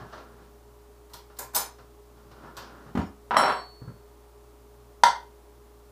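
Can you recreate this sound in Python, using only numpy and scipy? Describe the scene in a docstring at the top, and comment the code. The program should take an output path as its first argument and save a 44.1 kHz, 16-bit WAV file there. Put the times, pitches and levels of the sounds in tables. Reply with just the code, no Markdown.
"""In a small hard kitchen a cutlery drawer slides, a hand picks a spoon out with a few clinks, and the drawer
slides shut with a boom. The spoon drops on the counter, where it knocks, rattles and rings, and jolts a glass jar.
The jar is lifted and its lid pops open. All along, a fridge hums over the hiss of the microphone.
Knocks and rubbing are filtered noise or clicks, ringing is fading sines, and the hum is sines of steady pitch,
all but the lowest wavering in level."""
import sys
import numpy as np
from scipy import signal
from scipy.fft import rfft, irfft, next_fast_len
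from scipy.io import wavfile

SR = 44100
rng = np.random.default_rng(int(sys.argv[2]) if len(sys.argv) > 2 else 0)


def generate_wav(signal):
    """Clip the signal to [-1, 1] and save it as 16-bit WAV at the path in sys.argv[1]."""
    frames = np.transpose(np.atleast_2d(signal))
    scaled = np.clip(frames, -1, 1) * 32767
    pcm = np.round(scaled).astype(np.int16)
    wavfile.write(sys.argv[1], SR, pcm)


N = 260631   # length [samples]


def amp(db):
    """Turn decibels into a plain factor."""
    return 10 ** (np.asarray(db, float) / 20)


def rms_one(x):
    """Scale a sound to an average strength (rms) of 1."""
    return x / np.sqrt(np.mean(x ** 2) + 1e-20)


def at_hz(points, hz):
    """Read a table of (frequency, value) at any pitch, with straight lines over log frequency."""
    table_hz, values = np.array(points).T
    return np.interp(np.log(hz), np.log(table_hz), values)


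def band(x, low_hz, high_hz, order=2):
    """Keep mainly the pitches between two limits."""
    sos = signal.butter(order, [low_hz, high_hz], "band", fs=SR, output="sos")
    return signal.sosfilt(sos, x + 1e-18)


def colour(x, spectrum, size=8192):
    """Causal (minimum-phase) filter with this spectrum's shape; white noise keeps its rms."""
    hz = np.maximum(np.arange(size // 2 + 1), .5) * SR / size
    log_gain = np.log(amp(at_hz(spectrum, hz)))
    # folding the cepstrum puts the response as early as it can be
    cepstrum = irfft(log_gain)
    cepstrum[1:size // 2] *= 2
    cepstrum[size // 2 + 1:] = 0
    response = irfft(np.exp(rfft(cepstrum)))
    response = response / np.sqrt(np.sum(response ** 2))
    return signal.fftconvolve(x, response)[:N]


def ring(x, hz, t60):
    """A unit click sets a sine of height 1 ringing; it falls by 60 dB in t60 seconds."""
    r, w = amp(-60 / (t60 * SR)), 2 * np.pi * hz / SR
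    return signal.lfilter([0, np.sin(w)], [1, -2 * r * np.cos(w), r * r], x + 1e-18)


def grit(spread_db):
    """Dense micro-contacts of uneven size; rms 1."""
    uneven_db = spread_db * np.minimum(rng.exponential(1, N), 4)
    return rms_one(rng.standard_normal(N) * amp(uneven_db))


def contacts(seconds, db, length_s, rise_s):
    """Envelope of touches that swell over their rise and fade over their length."""
    t, out = np.arange(N) / SR, np.zeros(N)
    lengths, rises = np.clip(length_s, .0005, .1), np.clip(rise_s, .0001, .05)
    for s, gain, length, rise in zip(seconds, amp(db), lengths, rises):
        span = slice(round(s * SR), round((s + 8 * length + rise) * SR))
        age = np.maximum(t[span] - s, 0)
        out[span] += gain * (1 - np.exp(-age / rise)) * np.exp(-age / length)
    return out


def click(s, db):
    """Single-sample blows at the given times."""
    out = np.zeros(N)
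    np.add.at(out, np.round(np.multiply(s, SR)).astype(int), amp(db))
    return out


def three_bands():
    """Grit as heard through the cabinet: thump, wooden middle, tick."""
    rough = grit(spread_db=1.0)
    thump = band(rough, low_hz=146, high_hz=370)
    wood = band(rough, low_hz=502, high_hz=1570, order=4)
    tick = band(rough, low_hz=2440, high_hz=5720, order=3)
    return rms_one(thump), rms_one(wood), rms_one(tick)


# the spoon lands again and again: (time [s], knock strength [dB], spoon ring strength [dB])
LANDINGS = [(3.309, -1.5, -61), (3.345, 0.5, -62.5), (3.368, 11, -28.5), (3.383, 1.5, -30),
            (3.398, -20, -33.5), (3.437, 5.5, -39), (3.46, -8, -44), (3.48, -3.5, -44.5),
            (3.501, -3.5, -48.5), (3.522, -2.5, -49), (3.55, -17, -55.5), (3.587, -28, -69)]
# chatter as the spoon rocks on the counter: (time [s], strength [dB])
ROCKING = [(3.311, -19), (3.325, -31), (3.364, -28), (3.369, -7.5), (3.374, -21), (3.502, -26),
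           (3.578, -45.5)]
# tone of the counter when knocked: (frequency [Hz], relative level [dB per Hz])
COUNTER = [(40, -54), (110, -18), (250, -11.5), (430, -8.5), (950, 2), (1400, -2), (2500, -19.5),
           (3100, -20), (5000, -34), (9000, -56.5), (16000, -56.5)]
# the spoon's ringing modes: (frequency [Hz]), and in the same order (level [dB], t60 [s])
SPOON_HZ = [3101, 4032, 5452, 7330, 7957, 9600, 9760, 12960]
SPOON_MODES = [(0, 0.0582), (0.5, 0.42), (0.5, 0.16), (-11, 0.13), (-6.5, 0.23), (-5.5, 0.081), (-22, 0.1),
               (-15, 0.073)]
# the crack grows with the knock and with the ring [dB per dB]
CRACK_DB, CRACK_WITH_KNOCK, CRACK_WITH_RING = -34, 1.22, 0.36


def spoon():
    """Each landing knocks the counter, cracks and strikes the spoon's modes; as it rocks it chatters."""
    s, knock_db, ring_db = np.transpose(LANDINGS)
    when, level = np.transpose(ROCKING)
    chatter_db = np.interp(np.arange(N) / SR, when, level, left=-150, right=-150)
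    chatter = grit(spread_db=4.5) * amp(chatter_db)
    knocks = colour(click(s, knock_db) + chatter, COUNTER)

    each = np.ones(len(s))
    crack_db = CRACK_DB + CRACK_WITH_KNOCK * knock_db + CRACK_WITH_RING * ring_db
    touches = contacts(s, crack_db, length_s=0.0098 * each, rise_s=.0003 * each)
    cracks = band(grit(spread_db=11.5) * touches, low_hz=2527, high_hz=14000)

    # every landing strikes the modes a little differently
    chance_db = rng.normal(0, 0.89, (len(s), len(SPOON_MODES)))
    rings = 0
    for k, (hz, (mode_db, t60)) in enumerate(zip(SPOON_HZ, SPOON_MODES)):
        rings = rings + ring(click(s, ring_db + mode_db + chance_db[:, k]), hz, t60)
    return knocks + cracks + rings


# the nearby glass jar is jolted: (time [s], level [dB])
JOLTS = [(3.368, -41), (3.437, -51), (3.585, -50)]


def jolted_jar():
    """Each jolt sets one clear note of the glass ringing."""
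    return ring(click(*np.transpose(JOLTS)), hz=4420, t60=0.82)


# the drawer front meets the cabinet and bounces: (time [s], strength [dB])
SHUT = [(2.951, -23), (2.972, -21), (2.99, -27), (3.014, -39.5)]
# tone of the wooden rattle: (frequency [Hz], relative level [dB per Hz])
CABINET = [(30, -45), (100, -1.5), (300, 1.5), (560, -12.5), (950, -4), (1500, -13), (3000, -27),
           (7000, -40), (15000, -50)]
# cabinet panel modes: (frequency [Hz]), and in the same order (level [dB], t60 [s])
PANELS_HZ = [84, 205, 255, 380]
PANEL_MODES = [(-2, 0.21), (-3, 0.071), (-2, 0.084), (-6.5, 0.054)]
# the cutlery set ringing: (frequency [Hz], level [dB], t60 [s])
SHIVER = [(4600, -56.5, .2), (5160, -61, 0.16), (5450, -58, .15), (6940, -58, 0.17)]
SHIVER_S = 3.015   # when the cutlery starts to ring
SHUT_CONTACT_S, SHUT_RISE_S = 0.0098, 0.0031
SEATED_S, SEATED_DB = 2.985, -21   # the front seats fully and sets off the deepest panel


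def drawer_shuts():
    """The cabinet panels boom under a wooden rattle; the cutlery shivers just after."""
    s, db = np.transpose(SHUT)
    each = np.ones(len(s))
    touches = contacts(s, db, SHUT_CONTACT_S * each, SHUT_RISE_S * each)
    rattle = colour(grit(spread_db=2.5) * touches, CABINET)

    boom = 0
    for hz, (mode_db, t60) in zip(PANELS_HZ, PANEL_MODES):
        deepest = hz == min(PANELS_HZ)
        blows = click([SEATED_S], SEATED_DB) if deepest else click(s, db)
        boom = boom + amp(mode_db) * ring(blows, hz, t60)
    boom = band(boom, low_hz=60.4, high_hz=427)   # a soft blow

    shiver = sum(ring(click([SHIVER_S], level), hz, t60) for hz, level, t60 in SHIVER)
    return rattle + boom + shiver


# cutlery clinking in the drawer:
# (time [s], clink [dB], tray knock [dB], scratch [dB], ring strength [dB], rise of the metal touch [s])
CLINKS = [(1.097, -60, -54, -59, -97, 0.0027), (1.133, -42.5, -45, -41.5, -90, 0.0026),
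          (1.366, -56, -54, -53, -95, .004), (1.387, -32.5, -36.5, -45, -67, 0.0015),
          (1.534, -46, -34.5, -57, -74, 0.0041), (1.546, -26, -36, -33.5, -49.5, 0.0036),
          (1.558, -23.5, -29.5, -31.5, -52.5, 0.0053), (2.568, -49, -45, -41.5, -81, 0.00089)]
# the cutlery's common modes: (frequency [Hz]), and in the same order (level [dB], t60 [s])
CUTLERY_HZ = [3670, 4440, 5290, 6280, 7020, 8020, 9600, 11100, 12300, 12800, 13000, 13400, 14600]
CUTLERY_MODES = [(-36, .02), (-24, 0.018), (-3, 0.032), (3.5, 0.035), (-3.5, 0.094), (-3.5, 0.026),
                 (-5, 0.083), (-4, 0.056), (-13, 0.032), (0, 0.031), (4, 0.042), (-12, .05), (-1, 0.046)]
# tone of the bright clink, then of the tray below: (frequency [Hz], relative level [dB per Hz])
CLINK_TONE = [(3000, -18.5), (5500, -4.5), (7000, 4.5), (10500, -1.5), (13200, 3), (15200, 0), (16500, -34)]
TRAY_TONE = [(88, -56), (150, -31.5), (414, -14), (716, -12.5), (920, -5.5), (1290, -15), (1500, -13.5),
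             (2600, -25.5), (3380, -46), (5720, -120)]
JOSTLE_S, TRAY_S = 0.015, 0.028   # fading of the touches on metal and on the tray
TRAY_SLOWER = 2.8   # the tray's rise takes this many times longer


def cutlery():
    """Forks and spoons jostle: bright grit, a duller scratch, their common modes, and the tray below."""
    s, clink_db, tray_db, scratch_db, ring_db, rise = np.transpose(CLINKS)
    length = JOSTLE_S * np.ones(len(s))
    rough = grit(spread_db=6.0)

    # every clink excites the modes a little differently
    chance_db = rng.normal(0, 1.2, (len(s), len(CUTLERY_MODES)))
    rings = 0
    for k, (hz, (mode_db, t60)) in enumerate(zip(CUTLERY_HZ, CUTLERY_MODES)):
        push = contacts(s, ring_db + mode_db + chance_db[:, k], length, rise)
        rings = rings + ring(rough * push, hz, t60)

    bright = colour(rough * contacts(s, clink_db, length, rise), CLINK_TONE)
    scratch_grit = rms_one(band(rough, low_hz=3200, high_hz=6670))
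    scratch = scratch_grit * contacts(s, scratch_db, length, rise)
    tray_touches = contacts(s, tray_db, TRAY_S * np.ones(len(s)), TRAY_SLOWER * rise)
    tray = colour(grit(spread_db=0.0) * tray_touches, TRAY_TONE)
    return rings + bright + scratch + tray


# the lid lets go: (time [s], strength [dB])
POP = [(5.035, -5)]
# the lid's modes: (frequency [Hz]), and in the same order (level [dB], t60 [s])
LID_HZ = [930, 923, 956, 1740]
LID_MODES = [(0.5, 0.0094), (-23.5, 0.13), (-24.5, 0.16), (-18.5, 0.027)]
# tone of the short hiss: (frequency [Hz], relative level [dB per Hz])
SNAP = [(50, -19), (150, -12.5), (330, -29), (600, -17), (900, -18), (1400, -6.5), (1900, 1), (2450, -26.5),
        (3100, -12), (4200, -12.5), (5200, -20), (6200, -16), (6750, -25.5), (7500, -22.5), (16000, -40)]
SNAP_DB = -3   # hiss strength against the pop strength


def lid_pop():
    """Air rushes in through the neck, so the note swells over its first cycles; the lid's close modes beat."""
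    (s, db), = POP
    inrush = amp(-20) * ring(click([s], db), hz=940, t60=.012)
    note = sum(amp(mode_db) * ring(inrush, hz, t60) for hz, (mode_db, t60) in zip(LID_HZ, LID_MODES))
    hiss = rng.standard_normal(N) * contacts([s], [db + SNAP_DB], length_s=[.006], rise_s=[.0008])
    return band(note, low_hz=610, high_hz=5010) + colour(hiss, SNAP)


# two slides of the drawer on its runners, each a list of:
# (time [s], wood scrape level [dB], gritty treble above the scrape [dB])
SLIDES = [
    [(0.0, -46.5, -14), (0.05, -50.5, -22), (0.116, -60.5, -6), (0.13, -52.5, -3), (0.24, -58, -18),
     (0.374, -64, -16), (0.432, -60.5, -9), (0.6, -87, -20)],
    [(2.1, -78, -8), (2.27, -70, -9), (2.472, -48, -20), (2.536, -63, -20), (2.586, -48.5, -5),
     (2.762, -56, -18), (2.94, -59, -12)],
]
RUMBLE_DB = -56.5   # at the loudest point of each scrape
RUMBLE_FOLLOWS = 0.35   # the cabinet rumbles along, taking up this share of the scrape's swing in dB


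def drawer_slides():
    """Wood rubs on wood while the drawer moves."""
    thump, wood, tick = three_bands()
    t, out = np.arange(N) / SR, 0
    for rows in SLIDES:
        s, db, high_db = np.transpose(rows)
        level, high = np.interp(t, s, db), np.interp(t, s, high_db)
        moving = (t >= s[0]) * np.clip((s[-1] - t) / .03, 0, 1)   # fades out over the last 0.03 s
        scrape = amp(level) * (wood + amp(high) * tick)
        rumble = amp(RUMBLE_DB + RUMBLE_FOLLOWS * (level - db.max())) * thump
        out = out + moving * (scrape + rumble)
    return out


# small bumps of drawer, hand and jar:
# (time [s], knock strength [dB], tick above the knock [dB], weight above the knock [dB])
BUMPS = [(0.0, -48.5, -21, 11), (0.126, -37, -30, -16), (0.177, -43, -11.5, -7), (0.38, -54, -18, 3),
         (1.138, -54.5, -19, 2), (1.298, -49.5, -14, -16), (1.783, -46, -12.5, -6),
         (2.169, -54.5, -11, -14), (2.312, -51, -6, -5), (2.433, -44.5, -22, -2.5), (2.571, -38.5, -17, -9),
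         (2.862, -48.5, -24, 3), (3.814, -50.5, -42, 13), (3.874, -48.5, -30, 13)]
BUMP_CONTACT_S, BUMP_RISE_S = 0.02, 0.0043
THUMP_UNDER_DB = -5.5   # thump against the deep boom


def bumps():
    """Each bump shakes the wood and ticks; the more weight it has, the more it thumps and booms."""
    thump, wood, tick = three_bands()
    boom = rms_one(band(rng.standard_normal(N), low_hz=105.4, high_hz=135.6))
    s, db, tick_db, weight_db = np.transpose(BUMPS)
    each = np.ones(len(s))
    layers = [(wood, 0), (thump, weight_db + THUMP_UNDER_DB), (tick, tick_db), (boom, weight_db)]
    out = 0
    for layer, rel_db in layers:
        out = out + layer * contacts(s, db + rel_db, BUMP_CONTACT_S * each, BUMP_RISE_S * each)
    return out


# how fast the echoes die away: (frequency [Hz], t60 [s])
KITCHEN = [(100, .2), (300, 0.33), (1000, 0.29), (3000, 0.3), (6000, 0.26), (14000, 0.17)]
# single echoes off near cupboards: (delay [ms])
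EARLY_MS = [2.3, 4.1, 6.7, 9.2, 11.9]
# echoes circling between the walls: (time for one round [ms])
ROUNDS_MS = [14.9, 17.9, 20.3, 22.9, 26.1, 29.3, 32.7, 36.1, 38.3, 40.7, 44.3, 48.9, 53.1, 57.7]
# smearing by rough surfaces: (delay [ms])
SCATTER_MS = [1.3, 2.9, 5.3]
CIRCLING_DB, EARLY_DB = 0.07, -13   # circling paths taken together, and each single echo


def kitchen(x):
    """Direct sound, single echoes off near cupboards, and echoes that circle between the walls losing treble."""
    size = next_fast_len(N + SR)
    hz = np.maximum(np.arange(size // 2 + 1), 1) * SR / size

    def late(ms):
        """A delay, written as a turn of phase at each frequency."""
        return np.exp(-2j * np.pi * hz * ms / 1000)

    echoes = amp(EARLY_DB) * sum((-1) ** k * late(ms) for k, ms in enumerate(EARLY_MS))
    share = amp(CIRCLING_DB) / np.sqrt(len(ROUNDS_MS))
    for k, ms in enumerate(ROUNDS_MS):
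        once = amp(-60 * ms / 1000 / at_hz(KITCHEN, hz)) * late(ms)
        echoes = echoes + share * (-1) ** k * once / (1 - once)   # the sum of endless rounds
    for ms in SCATTER_MS:   # rough surfaces smear every echo
        echoes = echoes * (late(ms) - .6) / (1 - .6 * late(ms))
    return x + irfft(rfft(x, size) * echoes, size)[:N]


# lines of the fridge hum: (frequency [Hz], rms level before wavering [dB])
HUM = [(59.2, -55.5), (118.4, -68.5), (414.5, -58.5), (586.8, -72), (705.2, -80.5), (839.8, -75),
       (958.2, -79)]
HUM_WAVER_DB = 2   # rms swing in level


def fridge():
    """Motor lines of steady pitch; all but the lowest waver in level."""
    t, out = np.arange(N) / SR, 0
    for k, (hz, db) in enumerate(HUM):
        # one point per 100 samples, so these limits become 1 to 15 Hz once stretched
        waver = rms_one(band(rng.standard_normal(N // 100 + 1), 100, 1500))
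        stretched = np.interp(np.arange(N) / 100, np.arange(len(waver)), waver)
        waver_db = HUM_WAVER_DB * (k > 0) * stretched
        out = out + np.sqrt(2) * amp(db + waver_db) * np.sin(2 * np.pi * (hz * t + rng.random()))
    return out


# tone of the microphone hiss: (frequency [Hz], relative level [dB per Hz])
FLOOR = [(20, -18), (45, -19), (85, -32.5), (120, -3), (150, -19), (220, -11), (350, -8), (410, -12),
         (470, -14), (1160, -15), (1600, -24), (2500, -28.5), (13500, -32), (16000, -26.5)]
FLOOR_DB = -58   # rms level


def microphone_hiss():
    """Steady random noise, shaped by its tone table."""
    return amp(FLOOR_DB) * colour(rng.standard_normal(N), FLOOR)


def scene():
    """Everything handled echoes in the kitchen; the hum and the hiss are added without echo."""
    handled = spoon() + jolted_jar() + drawer_shuts() + cutlery() + lid_pop() + drawer_slides() + bumps()
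    return (kitchen(handled) + fridge() + microphone_hiss())[None]


CUTOFF_HZ = 15550   # from here up the treble is at least 70 dB down


def record(dry):
    """Peaks are rounded, the top is cut."""
    rounded = 1.6 * np.tanh(dry / 1.6)
    return signal.sosfilt(signal.cheby2(24, 70, CUTOFF_HZ, fs=SR, output="sos"), rounded)


dry = scene()
out = record(dry)
generate_wav(out)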